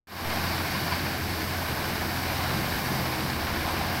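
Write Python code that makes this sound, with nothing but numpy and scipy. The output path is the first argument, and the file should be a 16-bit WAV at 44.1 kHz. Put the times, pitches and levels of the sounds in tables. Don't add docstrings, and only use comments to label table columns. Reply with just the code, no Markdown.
import sys
import numpy as np
from scipy import signal
from scipy.io import wavfile

SR = 44100
rng = np.random.default_rng(int(sys.argv[2]) if len(sys.argv) > 2 else 0)


def bounce(signal):
    frames = np.transpose(np.atleast_2d(signal))
    limited = np.clip(frames, -1, 1)
    pcm = np.round(limited * 32767).astype(np.int16)
    wavfile.write(sys.argv[1], SR, pcm)


N = 176400

CYCLE_HZ = 14.52
# one cylinder's relative knock strength in dB, in firing order.
CYLINDER_DB = [-4.5, -8, -8, -7.5, -18, -13]


def exhaust(cycles):
    # time in seconds, relative level in dB.
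    drone_ride = [(0.3, -33.5), (0.64, -33.5), (0.73, -40), (1.0, -34.5), (1.4, -34), (1.85, -36.5),
                  (2.38, -32.5), (2.6, -37.5), (2.95, -41), (3.35, -37), (4.0, -36.5)]
    overtone_ride = [(0.3, -1), (2.2, -3.5), (2.8, 2), (4.0, -2.5)]
    rumble_ride = [(0.3, -36.5), (0.92, -36.5), (1.15, -35.5), (1.45, -37.5), (1.85, -35.5), (2.3, -36),
                   (2.75, -34.5), (3.1, -36), (3.45, -35.5), (4.0, -35.5)]
    # time in seconds, level in dB.
    ninth_ride = [(0.3, -46), (1.2, -46.5), (1.9, -44.5), (2.4, -42), (2.6, -36), (2.77, -46),
                  (2.95, -35.5), (3.3, -41), (3.75, -52), (3.95, -42)]
    # multiple of the cycle rate, relative level in dB.
    overtone_mix = [(12, -53), (14, -51.5), (22, -46.5), (24, -51.5)]
    # frequency in Hz, relative spectral density in dB.
    rumble_colour = [(25, -27), (40, -19), (55, -6), (70, -7), (110, -3.5), (160, -0.5), (200, -2),
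                     (260, -2.5), (290, -6.5), (345, -5.5), (450, -10), (700, -13), (1500, -43)]
    # peak time and half-width in seconds, level in dB.
    load_swells = [(0.78, 0.068, -35), (1.04, 0.039, -34.5), (2.58, 0.061, -34), (2.96, 0.11, -35),
                   (3.23, 0.1, -39), (3.55, 0.052, -35.5)]
    # centre in Hz, width in Hz, relative level in dB.
    pipe_modes = [(134.6, 32, -2.5), (199, 45, -1.5), (250, 63, -6.5), (330, 40, -3.5)]
    jitter = 0.028 * drift(15)
    firing = np.sin(2 * np.pi * (len(CYLINDER_DB) * cycles + jitter))
    drone = from_db(-3 + 1.5 * drift(15)) * level(drone_ride) * rms_one(firing)
    ninth = level(ninth_ride) * rms_one(np.sin(2 * np.pi * 9 * cycles))
    rush = coloured_noise(rumble_colour, flicker_db=0.5, flicker_rate=7.7, count=24)
    rumble = from_db(0.5) * level(rumble_ride) * rms_one(rush * (1 + 0.19 * firing))
    throat = swells(load_swells) * rms_one(resonant_noise(pipe_modes))
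    overtones = level(overtone_ride) * tones(cycles, overtone_mix, waver_db=5)
    return drone + ninth + throat + rumble + overtones


def clatter(cycles):
    # centre in Hz, width in Hz, relative level in dB.
    panel_modes = [(622, 94, -7), (745, 180, 0.5), (862, 130, -5.5), (1050, 187, -1), (1470, 226, -7),
                   (1673, 340, -3.5), (2170, 214, -6), (2400, 163, -8.5), (2954, 400, -12.5),
                   (3864, 460, -12.5), (4524, 320, -11.5), (5040, 870, -13.5)]
    # time in seconds, relative level in dB.
    body_ride = [(0.35, -35.5), (0.55, -34.5), (0.68, -37), (0.88, -38), (1.02, -37.5), (1.4, -38.5),
                 (1.8, -36), (2.05, -37.5), (2.4, -34.5), (2.58, -35), (2.8, -36), (3.02, -35), (3.25, -36),
                 (3.6, -36.5), (3.68, -32), (3.78, -35), (3.9, -34), (4.0, -37)]
    treble_ride = [(0.35, -35), (0.47, -33.5), (0.62, -34), (0.9, -34), (1.15, -36), (1.55, -36),
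                   (2.05, -35.5), (2.35, -34), (2.85, -34.5), (3.35, -35.5), (3.7, -34), (4.0, -34)]
    knock_decay_s, scatter_db, treble_from_hz = 0.01, 3, 1300
    firings = cycles * len(CYLINDER_DB)
    which = firings.astype(int)
    scatter = np.clip(rng.standard_normal(1024), -2, 2)[which]
    strength_db = np.take(CYLINDER_DB, which, mode="wrap") + scatter_db * scatter
    age_s = (firings % 1) / (CYCLE_HZ * len(CYLINDER_DB))
    force = 1 + from_db(strength_db) * np.exp(-age_s / knock_decay_s)
    rings = np.zeros((2, N))
    for hz, width_hz, db in panel_modes:
        ringing = band(force * rng.standard_normal(N), hz - width_hz / 2, hz + width_hz / 2, order=1)
        rings[int(hz > treble_from_hz)] += from_db(db + 0.8 * drift(8.9)) * ringing
    body, treble = band(rings, low_hz=369, high_hz=6040, order=4)
    return from_db(0.5) * level(body_ride) * rms_one(body) + level(treble_ride) * rms_one(treble)


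def wet_mix():
    # peak time and half-width in seconds, level in dB.
    rushes = [(0.49, 0.07, -37), (0.752, 0.024, -32.5), (0.875, 0.02, -35), (0.929, 0.027, -29.5),
              (1.065, 0.02, -34.5)]
    # centre in Hz, width in Hz, relative level in dB.
    pipe_modes = [(753, 300, -2.5), (1037, 180, 3.5), (1630, 330, -3.5), (2260, 400, -1), (2900, 360, -5.5),
                  (4520, 470, -4), (5000, 400, -7)]
    return swells(rushes) * rms_one(resonant_noise(pipe_modes))


def hiss():
    # time in seconds, relative level in dB.
    ride = [(0.4, -43.5), (0.45, -42.5), (1.16, -44), (2.94, -42), (3.48, -45), (3.7, -43.5), (3.9, -45.5),
            (3.94, -42.5), (4.0, -44.5)]
    # frequency in Hz, relative spectral density in dB.
    colour = [(1000, -9), (3000, -5.5), (5300, 3.5), (6200, -4.5), (7300, -6.5), (8400, -2), (9500, -5.5),
              (10700, -3.5), (12200, 2), (13000, 2.5), (14000, -2), (16000, -2.5)]
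    return from_db(3) * level(ride) * coloured_noise(colour, flicker_db=0.67, flicker_rate=22, count=30)


def machine_hum():
    # time in seconds, relative level in dB.
    ride = [(0.3, -50), (1.0, -51), (2.6, -45.5), (3.2, -49), (3.55, -38), (4.0, -52)]
    turns = turning(hz=24.35, wander=0.0089)
    return level(ride) * tones(turns, [(1, -6), (2, -6), (3, 0.5)], waver_db=1.5)


def grit():
    ticks_per_s, spread_db, decay_s = 170, 3.0, 0.001
    onsets = rng.random(N) < ticks_per_s / SR
    sizes = from_db(spread_db * np.minimum(rng.exponential(1, N), 4))
    bursts = signal.lfilter([1], [1, -np.exp(-1 / (decay_s * SR))], onsets * sizes + 1e-18)
    return from_db(-49.5) * rms_one(band(bursts * rng.standard_normal(N), low_hz=1300, high_hz=5200))


def pump_whines():
    # centre in Hz, width in Hz, relative level in dB.
    modes = [(1019, 21, -54), (4520, 85, -51)]
    # time in seconds, gain in dB.
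    ride = [(0.3, -5), (1.07, 3), (1.25, -3), (4.0, -4.5)]
    return level(ride) * resonant_noise(modes)


def bank_echoes(sound):
    # delay in seconds, gain in dB.
    slaps = [(.023, -17.5), (.061, -17.5)]
    return sum(from_db(db) * np.pad(sound, (int(s * SR), 0))[:N] for s, db in slaps)


def bump():
    start_s, decay_s, below_hz = 0.25, 0.15, 50
    age_s = np.arange(N) / SR - start_s
    push = (age_s > 0) * np.exp(-np.abs(age_s) / decay_s)
    return from_db(-34) * signal.sosfilt(signal.butter(2, below_hz, fs=SR, output="sos"), push)


def from_db(db):
    return 10 ** (np.asarray(db) / 20)


def rms_one(x):
    return x / np.sqrt(np.mean(x ** 2) + 1e-20)


def level(ride):
    s, db = np.transpose(ride)
    return from_db(np.interp(np.arange(N) / SR, s, db))


def swells(rows):
    t = np.arange(N) / SR
    return sum(from_db(db) * np.exp(-((t - peak_s) / half_s) ** 2) for peak_s, half_s, db in rows)


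def drift(rate_hz):
    hop, settle = 40, 2000
    pole = np.exp(-2 * np.pi * rate_hz * hop / SR)
    noise = rng.standard_normal(N // hop + settle + 2)
    slow = signal.lfilter([1], [1, -2 * pole, pole * pole], noise)[settle:]
    return np.interp(np.arange(N) / hop, np.arange(len(slow)), rms_one(slow))


def band(x, low_hz, high_hz, order=2):
    return signal.sosfilt(signal.butter(order, [low_hz, high_hz], "band", fs=SR, output="sos"), x)


def coloured_noise(colour, flicker_db, flicker_rate, count):
    hz, db = np.transpose(colour)
    edges, out = np.geomspace(hz[0], hz[-1], count + 1), 0
    for low, high in zip(edges, edges[1:]):
        gain_db = np.interp(np.log(low * high) / 2, np.log(hz), db) + flicker_db * drift(flicker_rate)
        out = out + from_db(gain_db) * band(rng.standard_normal(N), low, high, order=3)
    return rms_one(out)


def resonant_noise(modes):
    return sum(from_db(db) * rms_one(band(rng.standard_normal(N), hz - width_hz / 2, hz + width_hz / 2))
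               for hz, width_hz, db in modes)


def turning(hz, wander):
    return rng.random() + np.cumsum(hz * (1 + wander * drift(1.74))) / SR


def tones(turns, partials, waver_db):
    out = 0
    for multiple, db in partials:
        waver = from_db(waver_db * drift(3.3))
        sine = np.sin(2 * np.pi * (multiple * turns + rng.random()))
        out = out + from_db(db) * rms_one(waver * sine)
    return out


def scene():
    cycles = turning(CYCLE_HZ, wander=0.0033)
    rattle = clatter(cycles) + grit() + wet_mix()
    hum = machine_hum()
    mix = exhaust(cycles) + rattle + bank_echoes(rattle) + hum + pump_whines() + hiss()
    return np.tile(mix, (2, 1))


def record(dry):
    fade_start_s, fade_s, first_gain = 0.071, 0.24, 0.1
    bass_in_s, bass_below_hz, cutoff_hz = 0.22, 160, 15750
    t = np.arange(N) / SR
    rise = (t - fade_start_s) / fade_s
    fade = (rise > 0) * np.minimum(first_gain + rise * (1 - first_gain), 1)
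    bass = signal.sosfilt(signal.butter(1, bass_below_hz, fs=SR, output="sos"), dry)
    bass_duck = (1 - from_db(-10)) * np.clip((bass_in_s - t) / .01, 0, 1)
    floor = from_db(-91) * rms_one(band(rng.standard_normal(N), low_hz=10, high_hz=60))
    high_cut = signal.ellip(12, .1, 80, cutoff_hz, fs=SR, output="sos")
    return signal.sosfilt(high_cut, (dry - bass_duck * bass) * fade + bump() + floor)


dry = scene()
out = record(dry)
bounce(out)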